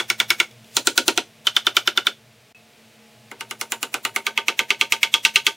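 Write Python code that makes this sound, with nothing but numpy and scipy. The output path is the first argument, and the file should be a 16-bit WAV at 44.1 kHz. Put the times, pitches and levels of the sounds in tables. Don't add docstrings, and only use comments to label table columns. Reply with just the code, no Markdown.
import sys
import numpy as np
from scipy import signal
from scipy.fft import rfft, irfft, next_fast_len
from scipy.io import wavfile
from scipy.ndimage import uniform_filter1d

SR = 44100
rng = np.random.default_rng(int(sys.argv[2]) if len(sys.argv) > 2 else 0)


def gain_from_db(level_db):
    decades = np.asarray(level_db, float) / 20
    return 10 ** decades


def to_wav(sig):
    pcm = np.clip(np.atleast_2d(sig), -1, 1) * 32767
    pcm = np.round(pcm).astype(np.int16)
    wavfile.write(sys.argv[1], SR, pcm.T)


N = 245187
BLOW_SAMPLES, AHEAD_SAMPLES = 6144, 1536
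CUT_START_S, CUT_END_S, CUT_DB = 2.5257, 2.5472, -25


def along(table, hz):
    f, v = np.transpose(table)
    return np.interp(np.log(hz + 1), np.log(f), v)


def colour(x, table):
    n = next_fast_len(x.shape[-1], real=True)
    gain = gain_from_db(along(table, np.fft.rfftfreq(n, 1 / SR)))
    return irfft(rfft(x, n) * gain, n)[..., :x.shape[-1]]


def unit(x):
    return x / np.sqrt(np.mean(x ** 2))


def fade(t, t60):
    return np.exp(-np.log(1000) * t / t60)


def walk(rate_hz):
    k = int(SR / rate_hz)
    steps = np.repeat(rng.standard_normal(N // k + 1), k)
    return unit(uniform_filter1d(uniform_filter1d(steps, k), k)[:N])


def ring(t, modes, held_s, habit):
    quick, swell_cycles, scatter_db, detune = 0.55, 1.44, 4.0, 0.003
    after_db, late_s = -9, 0.002544
    hz, db, t60 = np.transpose(modes)[:, :, None]
    luck = rng.standard_normal((3, 24))[:, :len(modes), None]
    flutter = (.8 * habit + .6 * rng.standard_normal(habit.shape))[:, :len(modes)]
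    flutter = uniform_filter1d(np.repeat(flutter, 128, axis=2), size=128, axis=2)
    flutter = flutter * np.clip(hz / 3000, 0, 1.5) * (1 - np.exp(-t / 0.0027))
    rest = gain_from_db(after_db * np.clip(hz / 2500, 0, 1.6))
    lift = rest + (1 - rest) * np.exp(-(t / held_s) ** 2)
    t = np.maximum(t - late_s * np.clip(np.log2(2600 / hz), 0, 1.1), 0)
    swell = 1 - np.exp(-t * hz / swell_cycles)
    size = gain_from_db(db + scatter_db * luck[0]) * swell * lift * fade(t, quick * np.minimum(t60, 260 / hz))
    phase = 2 * np.pi * hz * (1 + detune * luck[1]) * t + 0.39 * luck[2]
    x = np.sum(size * ((1 + flutter[0]) * np.sin(phase) + flutter[1] * np.cos(phase)), axis=0)
    return x / np.abs(x).max()


# centre_hz, level_db, t60_s, swell_s
DENSE_MODES = [(278, -27.5, 0.087, 0.012), (556, -25, 0.12, 0.022), (1212, -20, 0.079, 0.0011),
               (2850, -17.5, 0.091, 0.0015), (6530, -32.5, 0.11, 0.00043), (9700, -20, 0.083, 0.00024)]


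def rattle(t, noise):
    f, spectrum = np.fft.rfftfreq(len(t), 1 / SR) + 1, rfft(noise)
    out = 0
    for hz, db, t60, swell_s in DENSE_MODES:
        band = unit(irfft(spectrum * np.exp(-np.log2(f / hz) ** 2 / 0.39)))
        out = out + band * gain_from_db(db) * (1 - np.exp(-t / swell_s)) * fade(t, t60)
    return out


BAND_EDGES_HZ = [200, 700, 1800, 4000, 8000, 15500]
# freq_hz, gain_db
SMEAR_COLOUR = [(300, 2), (1000, 5.5), (3000, -1.5), (6000, 8), (12000, 16.5)]


def blow(modes, held_s, echoes, grain, habit, bands_db):
    crack_db, first_db, contact_s, alike, smear_db = -9, 4, 0.0029, 0.73, -23.5
    t = np.arange(BLOW_SAMPLES) / SR
    f = np.fft.rfftfreq(BLOW_SAMPLES, 1 / SR)
    noise = np.sqrt(alike) * grain + np.sqrt(1 - alike) * rng.standard_normal(grain.shape)
    contact = np.exp(-(t / contact_s) ** 2) + gain_from_db(first_db) * np.exp(-t / 0.0005)
    crack = signal.lfilter([1, -.8], [1], noise[0])
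    x = ring(t, modes, held_s, habit) + gain_from_db(crack_db) * contact * crack

    paths = 1
    for delay_s, db in echoes:
        duller = f * (delay_s + 0.059) / 250
        paths = paths + gain_from_db(db) * np.exp(-2j * np.pi * f * delay_s - duller)
    spectrum = rfft(x) * paths + rfft(rattle(t, noise[1]))

    tint = []
    for lo, hi, want_db in zip(BAND_EDGES_HZ, BAND_EDGES_HZ[1:], bands_db):
        peak = np.abs(irfft(spectrum * ((f > lo) & (f <= hi)))).max()
        tint.append((np.sqrt(lo * hi), want_db - np.log10(peak) * 20))
    tint = [(90, tint[0][1] - 22), (200, tint[0][1] - 3)] + tint
    cepstrum = irfft(np.log(gain_from_db(along(tint, f))))
    cepstrum[1:BLOW_SAMPLES // 2] *= 2
    cepstrum[BLOW_SAMPLES // 2 + 1:] = 0
    spectrum = spectrum * np.exp(rfft(cepstrum))

    blurred = np.sqrt(uniform_filter1d(np.abs(spectrum) ** 2, size=150)) * gain_from_db(along(SMEAR_COLOUR, f))
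    before = t[AHEAD_SAMPLES:0:-1]
    smear = irfft(blurred * rfft(rng.standard_normal(BLOW_SAMPLES)))[:AHEAD_SAMPLES] / np.sqrt(AHEAD_SAMPLES)
    smear = gain_from_db(smear_db) * smear * fade(before, 0.13) / (1 + (before / .022) ** 8)
    return np.concatenate([smear, irfft(spectrum)])


# start_s, crack_db, bench_push_db, bright_db (up when
EDGE_RUN_BLOWS = [
    (-.006, -7, -27.5, 1.8),
                  (0.0981, -4.5, -31, 1.5),
    (0.1981, -2, -30, -2.8),
    (0.3012, -1.5, -31, 1.3),
    (0.398, -2, -27, -3),
]
TOUCHES = [
    (0.5087, -42, -73, 4.4),
    (0.641, -44, -79, 3),
]
SIDE_BLOWS = [
    (0.7651, -8, -23, 3),
    (0.8687, -7.5, -16.5, 4),
    (0.9748, -4, -18.5, 0.8),
    (1.0775, -4, -13.5, -2.2),
    (1.1734, -5.5, -16, -6),
]
FOOT_BLOWS = [
    (1.4669, -3.5, -37, 1.5),
    (1.5626, -1.5, -34, 1),
    (1.6652, -2, -23.5, -1),
    (1.7647, -1.5, -26.5, 4),
    (1.8721, -3.5, -24.5, 4),
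    (1.9722, -3, -26.5, 2),
    (2.0661, -1, -30, -2.5),
]
LOOSE_BLOWS = [
    (3.312, -26.5, -35, -3),
    (3.406, -17, -40.5, -2),
    (3.5079, -18.5, -36, 2.1),
    (3.6098, -16, -32, 5),
    (3.718, -13.5, -31.5, 6),
    (3.8264, -11.5, -30.5, 1),
    (3.9391, -9.5, -28, -1.3),
    (4.048, -8, -29.5, -1.2),
    (4.159, -8, -28, -2),
]
TIGHT_BLOWS = [(4.264, -6.5, -30, 4.1), (4.3736, -3, -31, -2), (4.48, 0.5, -26.5, -1.5),
               (4.589, 1, -27.5, -1), (4.702, 0.5, -29, -2.5), (4.809, 1, -29, -1), (4.9197, 1.5, -32.5, 2),
               (5.0283, 2.5, -33, 1), (5.1375, 2.5, -32.5, 1), (5.2476, 3.5, -31.5, 1),
               (5.3559, 4, -32, 1.5), (5.464, 1.5, -28.5, 2.3)]
# freq_hz, level_db, t60_s
EDGE_MODES = [(349, -15.5, 0.22), (800, -39, 0.16), (1400, -1, 0.059), (1497, -11.5, 0.2),
              (2030, -22, 0.13), (2199, 0.5, 0.08), (2417, -18, 0.042), (2593, -12, 0.035),
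              (2830, 2, 0.058), (3110, 0, 0.023), (3443, -2, 0.065), (3795, -11, 0.1), (5350, -8, 0.025),
              (6380, -16, 0.033)]
SIDE_MODES = [(360, 5.5, 0.045), (935, 2.5, 0.15), (1455, 14.5, 0.1), (730, -5.5, 0.12), (2440, 4, 0.051),
              (3460, 16, 0.019), (4040, 9, 0.037), (4490, -7, 0.11), (5600, -1, 0.015), (6130, 7, 0.022),
              (7220, -12, 0.12), (7195, 12.5, 0.086), (8130, 11.5, 0.42), (9200, 9.5, 0.26)]
FOOT_MODES = [(365, -1.5, 0.072), (725, -16.5, 0.1), (900, -10, 0.064), (1442, 7, 0.079), (1370, -2, 0.027),
              (2057, -2, 0.054), (2403, 6, 0.041), (2810, -22, 0.053), (3098, 1, 0.1), (3030, 1, 0.079),
              (3497, 7.5, 0.056), (3560, -11, 0.084), (5260, -13, 0.053), (5940, -44, 0.1)]
LOOSE_MODES = [(398.3, -27, 0.2), (759, -16.5, 0.1), (919, -23.5, 0.41), (1231, 1.5, 0.024),
               (1382, 1.5, 0.024), (1512, -11.5, 0.21), (1758, -8.5, 0.026), (1970, -14, 0.04),
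               (2190, 3, 0.039), (2465, 4, 0.019), (2864, -1.5, 0.041), (4380, -17, 0.21), (6875, 0, 0.09),
               (7170, -3, 0.043), (8730, -4.5, 0.054)]
TIGHT_MODES = [(405, -26.5, 0.26), (910.5, -22, 0.38), (1201, -5.5, 0.1), (1536, -11, 0.3),
               (2042, -1.5, 0.027), (2203, 12, 0.018), (2370, -5.5, 0.047), (2707, 0.5, 0.043),
               (2960, -6.5, 0.052), (3241, 5.5, 0.088), (3730, -10, 0.044), (4150, -19, 0.08),
               (4590, -13, 0.24), (5600, -39, 0.1), (6686, -9.5, 0.12)]
# delay_s, level_db
FIRST_ECHOES = [
    (.003, -8),
    (.010, -22.5),
    (.017, -29),
    (.030, -23),
    (.041, -24),
]
SECOND_ECHOES = [
    (.0032, -7),
    (.0098, -6),
    (.020, -16.5),
    (0.031, -45),
    (.041, -18),
]
# knock_db, knock_db_per_crack_db, snap_db, tick_db, head_held_s
SPOTS = [
    (0, 1.1, -4, -13.5, 0.014),
    (-4, 0.45, 7, -5, 0.0047),
    (1.5, 0.65, -5, -16, 0.018),
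    (0.5, 0.68, -1.5, -7.5, .004),
    (-9.5, -0.2, -8, -17.5, 0.0033),
]
BAND_TRIM_DB = [1.36, 0.1, -0.33, -0.04, 1.5]


def mallet():
    knock_per_push, knock_per_bright = 0.34, 0.2
    out = np.zeros(N + 2 * (AHEAD_SAMPLES + BLOW_SAMPLES))
    runs = [(EDGE_RUN_BLOWS + TOUCHES, EDGE_MODES, FIRST_ECHOES),
            (SIDE_BLOWS, SIDE_MODES, FIRST_ECHOES),
            (FOOT_BLOWS, FOOT_MODES, FIRST_ECHOES),
            (LOOSE_BLOWS, LOOSE_MODES, SECOND_ECHOES),
            (TIGHT_BLOWS, TIGHT_MODES, SECOND_ECHOES)]
    for (blows, modes, echoes), (knock_db, per_crack, snap_db, tick_db, held_s) in zip(runs, SPOTS):
        grain = rng.standard_normal((2, BLOW_SAMPLES))
        habit = rng.standard_normal((2, 24, 48))
        for start_s, crack_db, push_db, bright_db in blows:
            knock = knock_db + per_crack * crack_db + knock_per_push * push_db + knock_per_bright * bright_db
            snap = crack_db + snap_db + bright_db
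            tick = crack_db + tick_db + bright_db
            bands_db = np.array([push_db, knock, crack_db, snap, tick]) + BAND_TRIM_DB
            i = AHEAD_SAMPLES + int((start_s + .0024) * SR)
            out[i:i + AHEAD_SAMPLES + BLOW_SAMPLES] += blow(modes, held_s, echoes, grain, habit, bands_db)
    return out, 2 * AHEAD_SAMPLES


# freq_hz, t60_s
SHED_DECAY = [(200, 0.22), (500, 0.22), (1200, 0.12), (3000, 0.17), (8000, 0.2), (15000, 0.24)]


def shed():
    tail_db = -14
    t = np.arange(16384) / SR
    tail = 0
    for hz in 140 * 2 ** np.arange(0, 7, .5):
        band = signal.butter(2, [hz / 2 ** .25, hz * 2 ** .25], "bandpass", fs=SR, output="sos")
        t60 = along(SHED_DECAY, hz)
        noise = signal.sosfilt(band, rng.standard_normal((2, len(t))))
        tail = tail + noise * fade(t, t60) / np.sqrt(t60 * SR / 14)
    tail = gain_from_db(tail_db) * tail * (1 - np.exp(-t / 0.0034))
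    tail[0, 0] += 1
    tail[1, :600] += 0.097 * np.diff(rng.standard_normal(601)) * fade(t[:600], 0.02)
    return tail


# freq_hz, density_db_per_hz
YARD_SPECTRUM = [(15, -23), (25, -41), (53, -24), (84, -29), (120, 14.5), (149, -83), (223, 3), (277, -12),
                 (451, -6), (516, -44), (607, -1.5), (840, -14), (911, -14), (2480, -6), (16000, -23.5)]
# centre_hz, width_hz, level_db
HUM = [(125.6, 33, 8.5), (217.8, 3.3, 1.5), (470, 25, 3), (620, 480, 4.5), (913, 1.8, -15.5)]
# freq_hz, level_db (against the yard)
MOTOR_LINES = [(120.5, -17), (221, -4), (457.6, -17.5), (624.5, -12), (699.8, -11), (850.6, -13.5)]
# freq_hz, side_minus_mid_db
YARD_WIDTH = [(60, -19.5), (300, -1.5), (2400, 15), (15000, 0)]
# time_s, level_db
YARD_LEVEL = [(0, -52), (1.3, -53.5), (2.298, -55.5), (2.8, -53.5), (5.56, -54)]


def yard():
    far_hum_db = -4
    t = np.arange(N) / SR
    noise = unit(colour(rng.standard_normal((2, N)), YARD_SPECTRUM))
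    noise = noise * gain_from_db(0.16 * walk(10.0))
    for hz, width_hz, db in HUM:
        band = signal.butter(1, [hz - width_hz / 2, hz + width_hz / 2], "bandpass", fs=SR, output="sos")
        noise = noise + gain_from_db(db - 14.5) * unit(signal.sosfilt(band, rng.standard_normal((2, N))))
    for hz, db in MOTOR_LINES:
        level = gain_from_db(db + 1.8 * walk(9.3))
        wavering_hz = hz * (1 + 0.00761 * walk(4.7))
        noise[0] += level * np.sin(2 * np.pi * np.cumsum(wavering_hz) / SR)
    bass = signal.sosfiltfilt(signal.butter(2, 160, fs=SR, output="sos"), noise)
    noise = noise - (1 - gain_from_db(far_hum_db)) * bass * (t > CUT_START_S)
    noise[1] = colour(noise[1], YARD_WIDTH)
    time_s, level_db = np.transpose(YARD_LEVEL)
    return noise * gain_from_db(np.interp(t, time_s, level_db))


def rustle():
    peak_s, level_db, rise_db_s, fall_db_s = .765, -44, 158, 600
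    t = np.arange(N) / SR - peak_s
    hiss = unit(colour(rng.standard_normal(N), [(800, -32), (2500, -1.0), (7000, -5), (15000, -12)]))
    return hiss * gain_from_db(level_db + np.minimum(rise_db_s * t, -fall_db_s * t) + 2.6 * walk(48.5))


def ping():
    pitch_hz, level_db, t60_s = 2590, -45.5, 0.21
    t = np.maximum(np.arange(N) / SR - CUT_END_S, 0)
    level = gain_from_db(level_db + 1.7 * walk(42.55)) * (t > 0)
    return level * fade(t, t60_s) * np.sin(2 * np.pi * pitch_hz * t)


# ratio, level_db
PANEL_OVERTONES = [(1.31, -6), (1.65, -1.5)]


def panel():
    pitch_hz, t60_s, swell_s = 916.5, 0.11, 0.019
    level_db, per_crack, full_crack_db, per_bright = -24.5, 1.48, -5, 0.2
    t = np.arange(BLOW_SAMPLES) / SR
    hz = pitch_hz * (1 - 0.048 * np.exp(-t / 0.019))
    shape = (1 - np.exp(-t / swell_s)) ** 2 * fade(t, t60_s)
    shape = shape / shape.max()
    out = np.zeros(N + BLOW_SAMPLES)
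    for (start_s, crack_db, _, bright_db), luck in zip(LOOSE_BLOWS + TIGHT_BLOWS, rng.standard_normal((24, 2))):
        phase = 2 * np.pi * np.cumsum(hz * (1 + 0.0061 * luck[0])) / SR + luck[1]
        tone = np.sin(phase)
        for ratio, db in PANEL_OVERTONES:
            tone = tone + gain_from_db(db) * fade(t, 0.38) * np.sin(ratio * phase)
        gain = gain_from_db(level_db + per_crack * min(crack_db, full_crack_db) + per_bright * bright_db)
        i = int(start_s * SR)
        out[i:i + BLOW_SAMPLES] += gain * shape * tone
    return out[:N]


# freq_hz, side_minus_mid_db
WIDTH = [(60, -1), (250, -13.5), (700, -20), (2400, -40.5), (4400, -18.5), (8000, -15), (15000, -11.5)]
# freq_hz, left_minus_right_db
LEAN = [(100, -.4), (1000, -.6), (5000, -1.1), (12000, -.7)]


def scene():
    dry, lead = mallet()
    mid, side = signal.fftconvolve(dry[None], shed(), axes=1)[:, lead:lead + N]
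    back = yard()
    mid = mid + panel() + back[0] + ping() + rustle()
    side = colour(side, WIDTH) * gain_from_db(3.5) + back[1]
    lean = np.array(LEAN) * [1, .5]
    return np.array([colour(mid + side, lean), colour(mid - side, lean * [1, -1])])


def low_pass(x):
    return signal.sosfilt(signal.butter(12, 16790, fs=SR, output="sos"), x)


def record(dry):
    mono_below_db, knee_db = -35, 2.5
    t = np.arange(N) / SR
    gap = np.where((t > CUT_START_S) & (t < CUT_END_S), gain_from_db(CUT_DB), 1.)
    gap = uniform_filter1d(gap, size=20)
    mid, side = (dry[0] + dry[1]) / 2, (dry[0] - dry[1]) / 2
    loud_db = 10 * np.log10(uniform_filter1d(mid ** 2, size=1024) + 1e-12)
    side = side / (1 + np.exp((mono_below_db - loud_db) / knee_db) ** 2)
    stereo = np.array([mid + side, mid - side])
    x = np.tanh(.9 * stereo * gap) / .9
    x = signal.sosfilt(signal.butter(2, 60, "highpass", fs=SR, output="sos"), x)
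    x = signal.sosfilt(signal.ellip(6, .2, 35, 15800, fs=SR, output="sos"), x)
    return low_pass(np.clip(x, -1, 1))


dry = scene()
out = record(dry)
to_wav(out)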